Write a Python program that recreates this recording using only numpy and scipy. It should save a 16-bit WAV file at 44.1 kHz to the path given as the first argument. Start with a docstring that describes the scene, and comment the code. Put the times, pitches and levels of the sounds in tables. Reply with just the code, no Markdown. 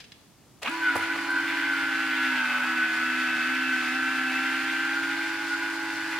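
"""A quiet workshop, where a foam model jet on a table lowers its landing gear at the click of a switch.
Three electric retract units (nose, near and far leg) start together. Each rotor hums at its shaft rate,
each gear train whines and rattles, and the hollow airframe radiates these forced vibrations.
The pitch sags as legs and doors load the motors, and the far gear case sings under the strain.
Linkages snap, gears scrape, hinge pins tick and foam doors bump, each with a short room reverberation."""
import sys
import numpy as np
from scipy import signal
from scipy.fft import rfft, irfft, next_fast_len
from scipy.io import wavfile
from scipy.ndimage import uniform_filter1d

SR = 44100
rng = np.random.default_rng(int(sys.argv[2]) if len(sys.argv) > 2 else 0)


def persist_wave(psi):
    """Save psi, clipped to +-1, as 16-bit WAV."""
    counts = np.round(np.clip(psi, -1, 1) * 32767).astype(np.int16)
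    wavfile.write(sys.argv[1], SR, np.atleast_2d(counts).T)


N = 272979
T = np.arange(N) / SR
UNITS = ("nose", "near", "far")
START_S = .635  # all three motors start
IDLER_RATIO, IDLER_TEETH, PINION_TEETH = .37464, 14, 9  # the ratio is idler turns per shaft turn


def undb(db):
    """Amplitude ratio of a level: a factor of ten for every 20 dB."""
    return 10 ** (np.asarray(db) / 20)


def unit(x):
    """Normalisation to rms 1."""
    return x / np.sqrt(np.mean(x ** 2))


def curves(table):
    """Linear interpolation in time of each column after the first."""
    times, *columns = np.transpose(table)
    return [np.interp(T, times, column) for column in columns]


def response(hz, table):
    """Frequency response: the level in dB of a tone that slides through fixed resonances."""
    return np.interp(hz, *np.transpose(sorted(table)))


def colour(x, points, size=4096):
    """Minimum-phase filter through (f/Hz, gain/dB) points, made causal by folding the cepstrum."""
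    hz, db = np.transpose(points)
    grid_hz = np.arange(size // 2 + 1) * SR / size
    gain = undb(np.interp(np.log(grid_hz + 1), np.log(hz), db))
    cepstrum = irfft(np.log(gain))
    cepstrum[1:size // 2] *= 2
    cepstrum[size // 2 + 1:] = 0
    return signal.fftconvolve(x, irfft(np.exp(rfft(cepstrum))))[:N]


def resonate(x, hz, width_hz):
    """Second-order resonator with gain 1 at its centre."""
    return signal.lfilter(*signal.iirpeak(hz, hz / width_hz, fs=SR), x)


def wander(per_s):
    """Slow random modulation of rms 1: straight lines between per_s random values a second."""
    hold = max(int(SR / per_s), 1)
    steps = np.repeat(rng.standard_normal(N // hold + 1), hold)
    return unit(uniform_filter1d(steps, hold)[:N])


def tone(turns, order, db):
    """Rotational order: a sinusoid at a multiple of a rotation rate, at an rms level."""
    return np.sqrt(2) * undb(db) * np.sin(2 * np.pi * (order * turns + rng.random()))


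def reverberate(x, t60_s):
    """Diffuse reflections: convolution with exponentially decaying noise of unit energy."""
    t = T[:SR // 2]
    build_up = 1 - np.exp(-t / 0.0073)
    tail = rng.standard_normal(len(t)) * np.exp(-np.log(1000) * t / t60_s) * build_up
    return signal.fftconvolve(x, tail / np.sqrt(np.sum(tail ** 2)))[:N]


def spread(x, t60_s):
    """Mid-side stereo: direct sound in the middle; reflections off table and wings widen the treble."""
    # side signal relative to mid: f/Hz, gain/dB
    side_spectrum = [(60, -6.5), (250, -6.5), (500, -11.5), (1400, -8), (2500, -8.5), (4000, -2.5),
                     (8000, 1), (13000, 2.5)]
    side = colour(reverberate(x, t60_s), side_spectrum)
    return np.array([x + side, x - side])


def knocks(contacts, spectrum, room_t60_s=0.7, room_db=-4.5):
    """Source and filter: rough contacts are noise bursts, coloured by the body and echoed by the room."""
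    force = np.zeros(N)
    for start_s, db, rise_s, decay_s in contacts:
        age = np.maximum(T - start_s, 0)
        envelope = (1 - np.exp(-age / rise_s)) * np.exp(-age / decay_s)
        force += undb(db) * envelope / envelope.max()
    grit = rng.standard_normal(N)
    direct = colour(force * grit, spectrum) / np.std(colour(grit, spectrum))
    room = np.array([reverberate(direct, room_t60_s) for _ in range(2)])
    return spread(direct, t60_s=0.016) + undb(room_db) * room


def ventilation(level_db=-57.5):
    """Broadband noise of moving air, strongest in the bass and wavering slightly."""
    # rumble and air: f/Hz, relative level/dB
    spectrum = [(20, -24), (50, -9.5), (80, -2), (125, 0.5), (180, -2), (280, -3.5), (600, -12),
                (1000, -14), (2000, -18.5), (5000, -21.5), (9000, -25), (16000, -32)]
    swell_db = .5 * wander(7.5)
    air = unit(colour(rng.standard_normal(N), spectrum))
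    return spread(air * undb(level_db + swell_db), t60_s=0.17)


def transmitter_switch():
    """Impact transients: the switch clicks three times."""
    # contacts of the switch: t/s, level/dB, rise/s, decay/s
    contacts = [(.001, -42.5, 0.00056, 0.015), (.039, -50, .002, 0.0086), (.119, -43, 0.00079, 0.0045)]
    # response of the switch: f/Hz, gain/dB
    spectrum = [(300, -9), (1200, -15), (1700, -4), (2500, -3), (3400, -3), (4700, -7), (6500, -16),
                (16000, -39)]
    return knocks(contacts, spectrum)


def linkage_clicks():
    """Impulsive loading: the linkages click as they snap taut."""
    # snaps: t/s, level/dB, rise/s, decay/s
    snaps = [(.617, -39.5, 0.0045, 0.019), (.630, -31, .0005, 0.0027), (.963, -30.5, .001, 0.0043)]
    # response of the linkages: f/Hz, gain/dB
    spectrum = [(200, -15), (700, 20), (2000, 4), (4000, 4), (6000, -3), (8000, -4), (9400, -4),
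                (10600, -7), (12000, -11), (16000, -15)]
    return knocks(snaps, spectrum)


def gear_scrapes():
    """Friction noise: the gears grind as the motors spin up."""
    # bursts of grinding: t/s, level/dB, rise/s, decay/s
    bursts = [(.622, -36.5, .012, 0.01), (.645, -33, 0.025, 0.0092), (.659, -33, 0.0017, 0.0051),
              (.672, -29, 0.0027, 0.012)]
    # response of the scraped gears: f/Hz, gain/dB
    spectrum = [(120, -22), (400, -9), (750, -7), (1200, 0), (2600, 3.5), (3500, -7), (5000, -19),
                (9000, -29), (16000, -33)]
    return knocks(bursts, spectrum)


def loaded_motor(index):
    """Speed falls as torque rises: a drive's shaft rate, with the judder and extra whine of its binds."""
    # shaft rates, sagging as each leg's weight comes on and recovering as it stands up: t/s, f/Hz
    nose_speed = [(0.74, 329.5), (0.93, 326.5), (1.26, 331.9), (1.73, 325.6), (2.0, 322.5), (2.7, 322.3),
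                  (3.29, 324.1), (4.44, 325.1), (5.61, 331.1), (5.89, 328.9), (5.96, 327.3), (6.18, 328.3)]
    near_speed = [(0.74, 291.6), (1.21, 304.5), (1.32, 293.2), (1.55, 295.5), (1.76, 290.5), (1.98, 289.7),
                  (2.2, 284.4), (2.37, 288.3), (2.61, 283.7), (2.86, 287.6), (3.06, 284.9), (3.13, 287.8),
                  (4.04, 292.7), (4.63, 295.2), (5.35, 299.2), (6.18, 300.8)]
    far_speed = [(0.74, 288.2), (0.82, 288.6), (0.92, 280.2), (1.66, 277.4), (1.86, 268.7), (2.25, 263.1),
                 (2.49, 251.6), (3.09, 252.7), (3.55, 258.6), (4.12, 261.6), (4.66, 264.6), (5.31, 280.8),
                 (5.48, 279.1), (6.18, 281.1)]
    # a drive binds, slows and frees itself:
    # unit, t/s, sag/Hz, build-up/s, release/s, judder depth (0-1), whine change/dB
    binds = [("near", .95, 22, .16, .36, 0.54, -1.1), ("far", 1.0, 1, 0.078, 0.061, 0.28, 3),
             ("far", 1.35, 1, .06, .12, 0.097, 4.9), ("near", 1.654, .3, 0.069, .12, 0.049, 2.7),
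             ("far", 2.48, 4.6, .21, 0.09975, .1, -3), ("nose", 2.59, 35, .36, .1, 0.36, -1.1),
             ("far", 2.93, 11.4, .17, .14, .1, -6), ("far", 3.42, 8.4, .21, .1, 0.098, -1),
             ("far", 3.87, 8.2, .23, .13, .1, -2.03), ("far", 4.31, 4.3, .23, 0.1803, 0.093, -1.03),
             ("far", 4.965, 0.49, 0.037, 0.042, .1, 5.3), ("far", 5.11, 0.51, 0.093, 0.068, 0.098, 5.4),
             ("far", 5.41, 0.52, 0.082, 0.039, .1, 5.5), ("far", 5.535, 1.17, 0.061, 0.052, .1, 10.6),
             ("far", 5.645, .5, .05, 0.043, .1, 5.7)]
    hz, = curves((nose_speed, near_speed, far_speed)[index])
    judder, bind_db = np.zeros(N), np.zeros(N)
    for name, peak_s, sag_hz, build_s, release_s, depth, db in binds:
        if name == UNITS[index]:
            ramp = np.interp(T, [peak_s - build_s, peak_s, peak_s + release_s], [0, 1, 0])
            grip = np.sin(np.pi / 2 * ramp) ** 2
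            hz = hz - sag_hz * grip
            judder += depth * grip
            bind_db += db * grip
    return hz, judder, bind_db


def rotor_hum(index, turns, hz, sag_hz, build_s=0.061, second_db=-60.5, growth_db_per_hz=0.1935):
    """Forced vibration: unbalance drives the airframe at the shaft rate, torque ripple at three times it."""
    # unbalance as the airframe radiates it at each shaft rate: f/Hz, level/dB
    hum_response = [(110, -78), (225, -56), (241, -48.5), (250, -41.5), (258, -37), (263, -39.5),
                    (269, -44), (276, -40.5), (286, -57.5), (292, -48), (300, -52.5), (321, -39.5),
                    (325, -42.5), (329, -39.5), (332, -41)]
    # the near motor hums louder while its leg still lies against the wing: t/s, gain/dB
    wing_coupling = [(1.6, 2.5), (2.1, -2)]
    # torque ripple of the three-pole rotors: t/s, then level/dB for nose, near, far
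    torque_ripple = [(.62, -65, -70, -70), (.73, -38, -66, -55), (1.5, -43, -64, -55),
                     (2.0, -51, -74, -48.5), (2.4, -41.5, -48, -56), (2.85, -52.5, -71, -56.5),
                     (4.3, -51.5, -57.5, -48.5), (5.4, -47, -58, -47), (6.19, -47.5, -52, -45)]
    # higher shaft harmonics: order, then level/dB for nose, near, far
    harmonics = [(5, -51.5, -48, -50), (6, -50, -55, -50.5), (8, -59, -74, -59), (9, -59.5, -55, -60),
                 (15, -67, -63, -60)]
    hum_db = response(hz, hum_response)
    if UNITS[index] == "near":
        hum_db += curves(wing_coupling)[0]
    build_up = np.clip((T - START_S) / build_s, 0, 1) ** 2
    hum = build_up * tone(turns, 1, hum_db + .5 * wander(24.9))
    hum += tone(turns, 3, curves(torque_ripple)[index] + 2.2 * wander(30))
    if UNITS[index] == "nose":  # its second harmonic grows with load
        hum += tone(turns, 2, second_db + growth_db_per_hz * sag_hz + 1.3 * wander(30))
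    for order, *levels_db in harmonics:
        hum += tone(turns, round(order), levels_db[index] + 3 * wander(12))
    return hum


def slack_teeth(drop_db=-20, fade_s=0.053):
    """Backlash, as a gain in dB: the whine drops while the teeth run slack and squeals as they bite."""
    # slack spells of the near leg: start t/s, end t/s, bite gain/dB, bite length/s
    spells = [(.55, 0.803, 5.5, 0.17), (1.145, 1.275, 2, 0.15)]
    gain_db = np.zeros(N)
    for start_s, end_s, bite_db, bite_s in spells:
        gain_db += drop_db * np.clip(np.minimum(T - start_s, end_s - T) / fade_s + .5, 0, 1)
        gain_db += bite_db * np.sin(np.pi * np.clip((T - end_s) / bite_s, 0, 1))
    return gain_db


def gear_whine(index, idler_turns, hz, seating, base_db, judder, stutter=0.98, chatter=0.19):
    """Amplitude modulation: tooth-mesh tones, shaken by stick-slip in a bind and by backlash chatter."""
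    # airframe resonances that the mesh frequency slides through: f/Hz, gain/dB
    mesh_response = [(1250, -10), (1315, 0.5), (1355, -2), (1380, 2.5), (1403, -2.5), (1428, 3),
                     (1450, -1.5), (1470, 1), (1495, -0.5), (1550, 0)]
    # mesh tones and once-a-turn sidebands: idler order, then relative level/dB for nose, near, far
    mesh_orders = [(13, -17, -16, -12), (14, -0.5, 0, 1.5), (15, -14.5, -16, -18), (28, -18, -22.5, -20)]
    whine_db = base_db + response(hz * IDLER_RATIO * IDLER_TEETH, mesh_response)
    if UNITS[index] == "near":
        whine_db += slack_teeth()
    once_a_turn = np.sin(2 * np.pi * idler_turns + 1.7 * wander(40))
    stick_slip = stutter * wander(38)
    shake = judder * (once_a_turn + stick_slip) + chatter * wander(160)
    force = seating * undb(whine_db + 0.85 * wander(21.93)) * (1 + shake)
    return force * sum(tone(idler_turns, round(order), levels_db[index] + 0.96 * wander(15))
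                       for order, *levels_db in mesh_orders)


def tooth_taps(turns, teeth, wear, scatter_db):
    """Impulse train, one tap per tooth: each tooth's own error repeats every turn, plus chance play."""
    passed = turns * teeth
    at = np.flatnonzero(np.diff(np.floor(passed)) > 0)
    fraction = (np.floor(passed[at + 1]) - passed[at]) / (passed[at + 1] - passed[at])
    error = rng.standard_normal(teeth)
    error = unit(error - error.mean())
    play, scatter = rng.standard_normal((N // 16, 2))[:len(at)].T
    strength = wear * error[np.arange(len(at)) % teeth] + play * undb(scatter_db * scatter)
    taps = np.zeros(N)
    for k in range(-3, 5):  # a windowed sinc places each tap between samples
        taps[np.clip(at + k, 0, N - 1)] += strength * np.sinc(k - fraction) * np.sinc((k - fraction) / 4)
    return unit(taps)


def retract_unit(index, spin_up_s=.039, start_share=.33, flutter=0.00101):
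    """Rigid gearing: one shaft rotation times a unit's hum, whine, tooth taps and brush taps."""
    # nose, near and far drive: free-running f/Hz, sag that seats the teeth/Hz, base whine level/dB
    drives = [(330.3, 11, -31), (301.65, 3.74, -30.5), (290.3, 5.6, -39)]
    free_hz, seat_hz, whine_db = drives[index]
    loaded_hz, judder, bind_db = loaded_motor(index)
    sag_hz = np.maximum(free_hz - loaded_hz, 1)
    age = np.maximum(T - START_S, 0)
    hz = loaded_hz * (1 - (1 - start_share) * np.exp(-(age / spin_up_s) ** 2))
    turns = np.cumsum(hz * (1 + flutter * wander(45))) / SR
    idler_turns = turns * IDLER_RATIO
    seating = 1 - np.exp(-sag_hz / seat_hz)  # load presses the teeth together
    hum = rotor_hum(index, turns, hz, sag_hz)
    whine = gear_whine(index, idler_turns, hz, seating, whine_db + bind_db, judder)
    teeth = tooth_taps(idler_turns, IDLER_TEETH, wear=0.31, scatter_db=-1.5)
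    brushes = tooth_taps(turns, PINION_TEETH, wear=.45, scatter_db=1.5)
    fade_in = np.minimum(age / .02, 1)
    return fade_in * (hum + whine), teeth, brushes, idler_turns, hz


def gear_rasp(teeth, brushes, rattle_trim_db=-2.5, hiss_trim_db=-2):
    """Structure-borne sound: taps become rattle, hiss and drone, and excite the modes of cases and struts."""
    # tooth rattle before its trim: t/s, level/dB
    rattle_levels = [(0.72, -42), (0.86, -33.5), (1.46, -37.5), (1.5, -31.5), (1.71, -34), (2.16, -32),
                     (4.93, -34), (4.96, -36), (5.9, -38), (6.18, -36.5)]
    # brush hiss before its trim, and airframe drone: t/s, hiss level/dB, drone level/dB
    whirr_levels = [(0.7, -49, -44.5), (1.36, -48, -42), (2.29, -46.5, -42.5), (2.56, -47, -38.5),
                    (3.1, -46, -43.5), (5.85, -46, -44.5), (6.19, -46.5, -43.5)]
    # responses that shape tooth rattle, brush hiss and airframe drone: f/Hz, gain/dB
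    rattle_spectrum = [(600, -33.5), (1150, -13), (1400, -2), (1600, -1), (1850, -0.5), (2100, -0.5),
                       (2300, -5), (2600, -6), (2950, -6), (3400, -10.5), (3800, -18), (4600, -23),
                       (6500, -37.5)]
    hiss_spectrum = [(2000, -16.5), (3800, 0.5), (4800, 0), (5900, -6.5), (7100, -8.5), (8200, -10),
                     (11000, -14), (13000, -18), (16000, -30.5)]
    drone_spectrum = [(40, -45), (90, -13), (200, -10), (310, -0.5), (410, -1), (470, -13.5), (560, -1.5),
                      (680, -1.5), (800, 7.5), (930, 7), (1040, 9), (1150, 11), (1300, 7.5), (1900, -27.5)]
    # modes of the gear cases and struts: f/Hz, bandwidth/Hz, gain/dB relative to the plain rasp
    modes = [(2080, 190, -5.5), (2396, 140, 2.5), (3588.5, 85, -1), (4190, 250, -8.5), (4710, 150, -3.5),
             (5320, 130, -3), (5940, 190, -5), (7020, 650, -8), (8800, 340, -9.5), (13960, 300, -6)]
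    rattle_db, = curves(rattle_levels)
    hiss_db, drone_db = curves(whirr_levels)
    rattle = unit(colour(teeth, rattle_spectrum)) * undb(rattle_db + rattle_trim_db + 0.9 * wander(35))
    hiss = unit(colour(brushes, hiss_spectrum)) * undb(hiss_db + hiss_trim_db + 0.8 * wander(40))
    drone = unit(colour(teeth + brushes, drone_spectrum)) * undb(drone_db)
    rasp = rattle + hiss + drone
    return rasp + sum(undb(db) * resonate(rasp, hz, width_hz) for hz, width_hz, db in modes)


def landing_gear(balance_db=(-1.5, .2, -1.5), side_db=-12):
    """Superposition of the three units, their tones placed by level (left minus right) and by phase."""
    tones, teeth, brushes, idler_turns, speeds = zip(*(retract_unit(i) for i in range(len(UNITS))))
    far = UNITS.index("far")
    singing = singing_case(teeth[far], idler_turns[far], speeds[far])
    rasp = gear_rasp(sum(teeth), sum(brushes))
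    fade_in = np.interp(T, [.64, .70], [0, 1])
    panned = sum(x * undb(np.array([[db], [-db]]) / 2) for x, db in zip(tones, balance_db))
    # a side signal in quadrature puts left and right slightly out of step
    side = undb(side_db) * np.imag(signal.hilbert(sum(tones), next_fast_len(N))[:N])
    return spread(fade_in * (rasp + singing), t60_s=0.32) + panned + np.array([side, -side])


def hinge_ticks():
    """Small stiff bodies ring high: the metal hinge pins tick in the upper treble."""
    # contacts of the pins: t/s, level/dB, rise/s, decay/s
    contacts = [(.695, -45, .0005, .002), (.953, -41, .001, .005), (.964, -44, .001, 0.0042),
                (.976, -44, .001, 0.0065), (1.022, -48, .0005, .003), (1.304, -48, .0005, 0.0054)]
    # response of the pins: f/Hz, gain/dB
    spectrum = [(2000, -30), (6500, -11), (8500, -5), (9600, -2), (10900, -3), (11800, -14), (14000, -11),
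                (16000, -20)]
    return knocks(contacts, spectrum)


def door_thuds():
    """Soft, damped impacts carry little treble: the foam doors bump."""
    # bumps: t/s, level/dB, rise/s, decay/s
    bumps = [(.954, -24, 0.0014, 0.0052), (.963, -28, 0.00087, 0.0017), (.978, -44, 0.0015, 0.018),
             (1.148, -38, 0.0059, 0.015)]
    # response of the doors: f/Hz, gain/dB
    spectrum = [(30, -30), (60, -22), (90, 0), (130, -15), (200, 0), (450, 0.5), (700, 2.5), (1100, 3),
                (1800, -3), (5000, -39)]
    return knocks(bumps, spectrum)


def singing_case(teeth, idler_turns, shaft_hz, mode_hz=2604, width_hz=68, level_db=-41.5):
    """Resonance: under strain the second mesh harmonic, its lower sideband and the taps ring the case."""
    strain_hz, knee_hz = 271.2, 2.6  # it sings once the motor is dragged below this shaft rate
    harmonic = tone(idler_turns, 2 * IDLER_TEETH, 3.2 * wander(40))
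    sideband = tone(idler_turns, 2 * IDLER_TEETH - 1, -0.5 + 3.2 * wander(40))
    ring = unit(resonate(harmonic + sideband, mode_hz, 2 * width_hz))
    rattle = undb(-7) * unit(resonate(teeth, mode_hz, width_hz))
    strain = (1 + np.tanh((strain_hz - shaft_hz) / (2 * knee_hz))) / 2
    return unit(ring + rattle) * strain * undb(level_db)


def scene():
    """Sound pressures add: the running gear, its knocks and ticks, and the workshop's ventilation."""
    gear = landing_gear()
    contacts = door_thuds() + linkage_clicks() + hinge_ticks() + gear_scrapes() + transmitter_switch()
    return gear + contacts + ventilation()


def record(dry, cutoff_hz=15800):
    """Level difference between channels: bass leans right, treble left; a low-pass cuts the top."""
    # left minus right: f/Hz, level/dB
    lean = [(100, -3.0), (500, -0.35), (1500, 0.0), (2500, -0.4), (5000, 1), (13000, 1.5)]
    left = colour(dry[0], [(hz, db / 2) for hz, db in lean])
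    right = colour(dry[1], [(hz, -db / 2) for hz, db in lean])
    low_pass = signal.ellip(10, .2, 80, cutoff_hz, fs=SR, output="sos")
    return signal.sosfilt(low_pass, np.array([left, right]))


dry = scene()
out = record(dry)
persist_wave(out)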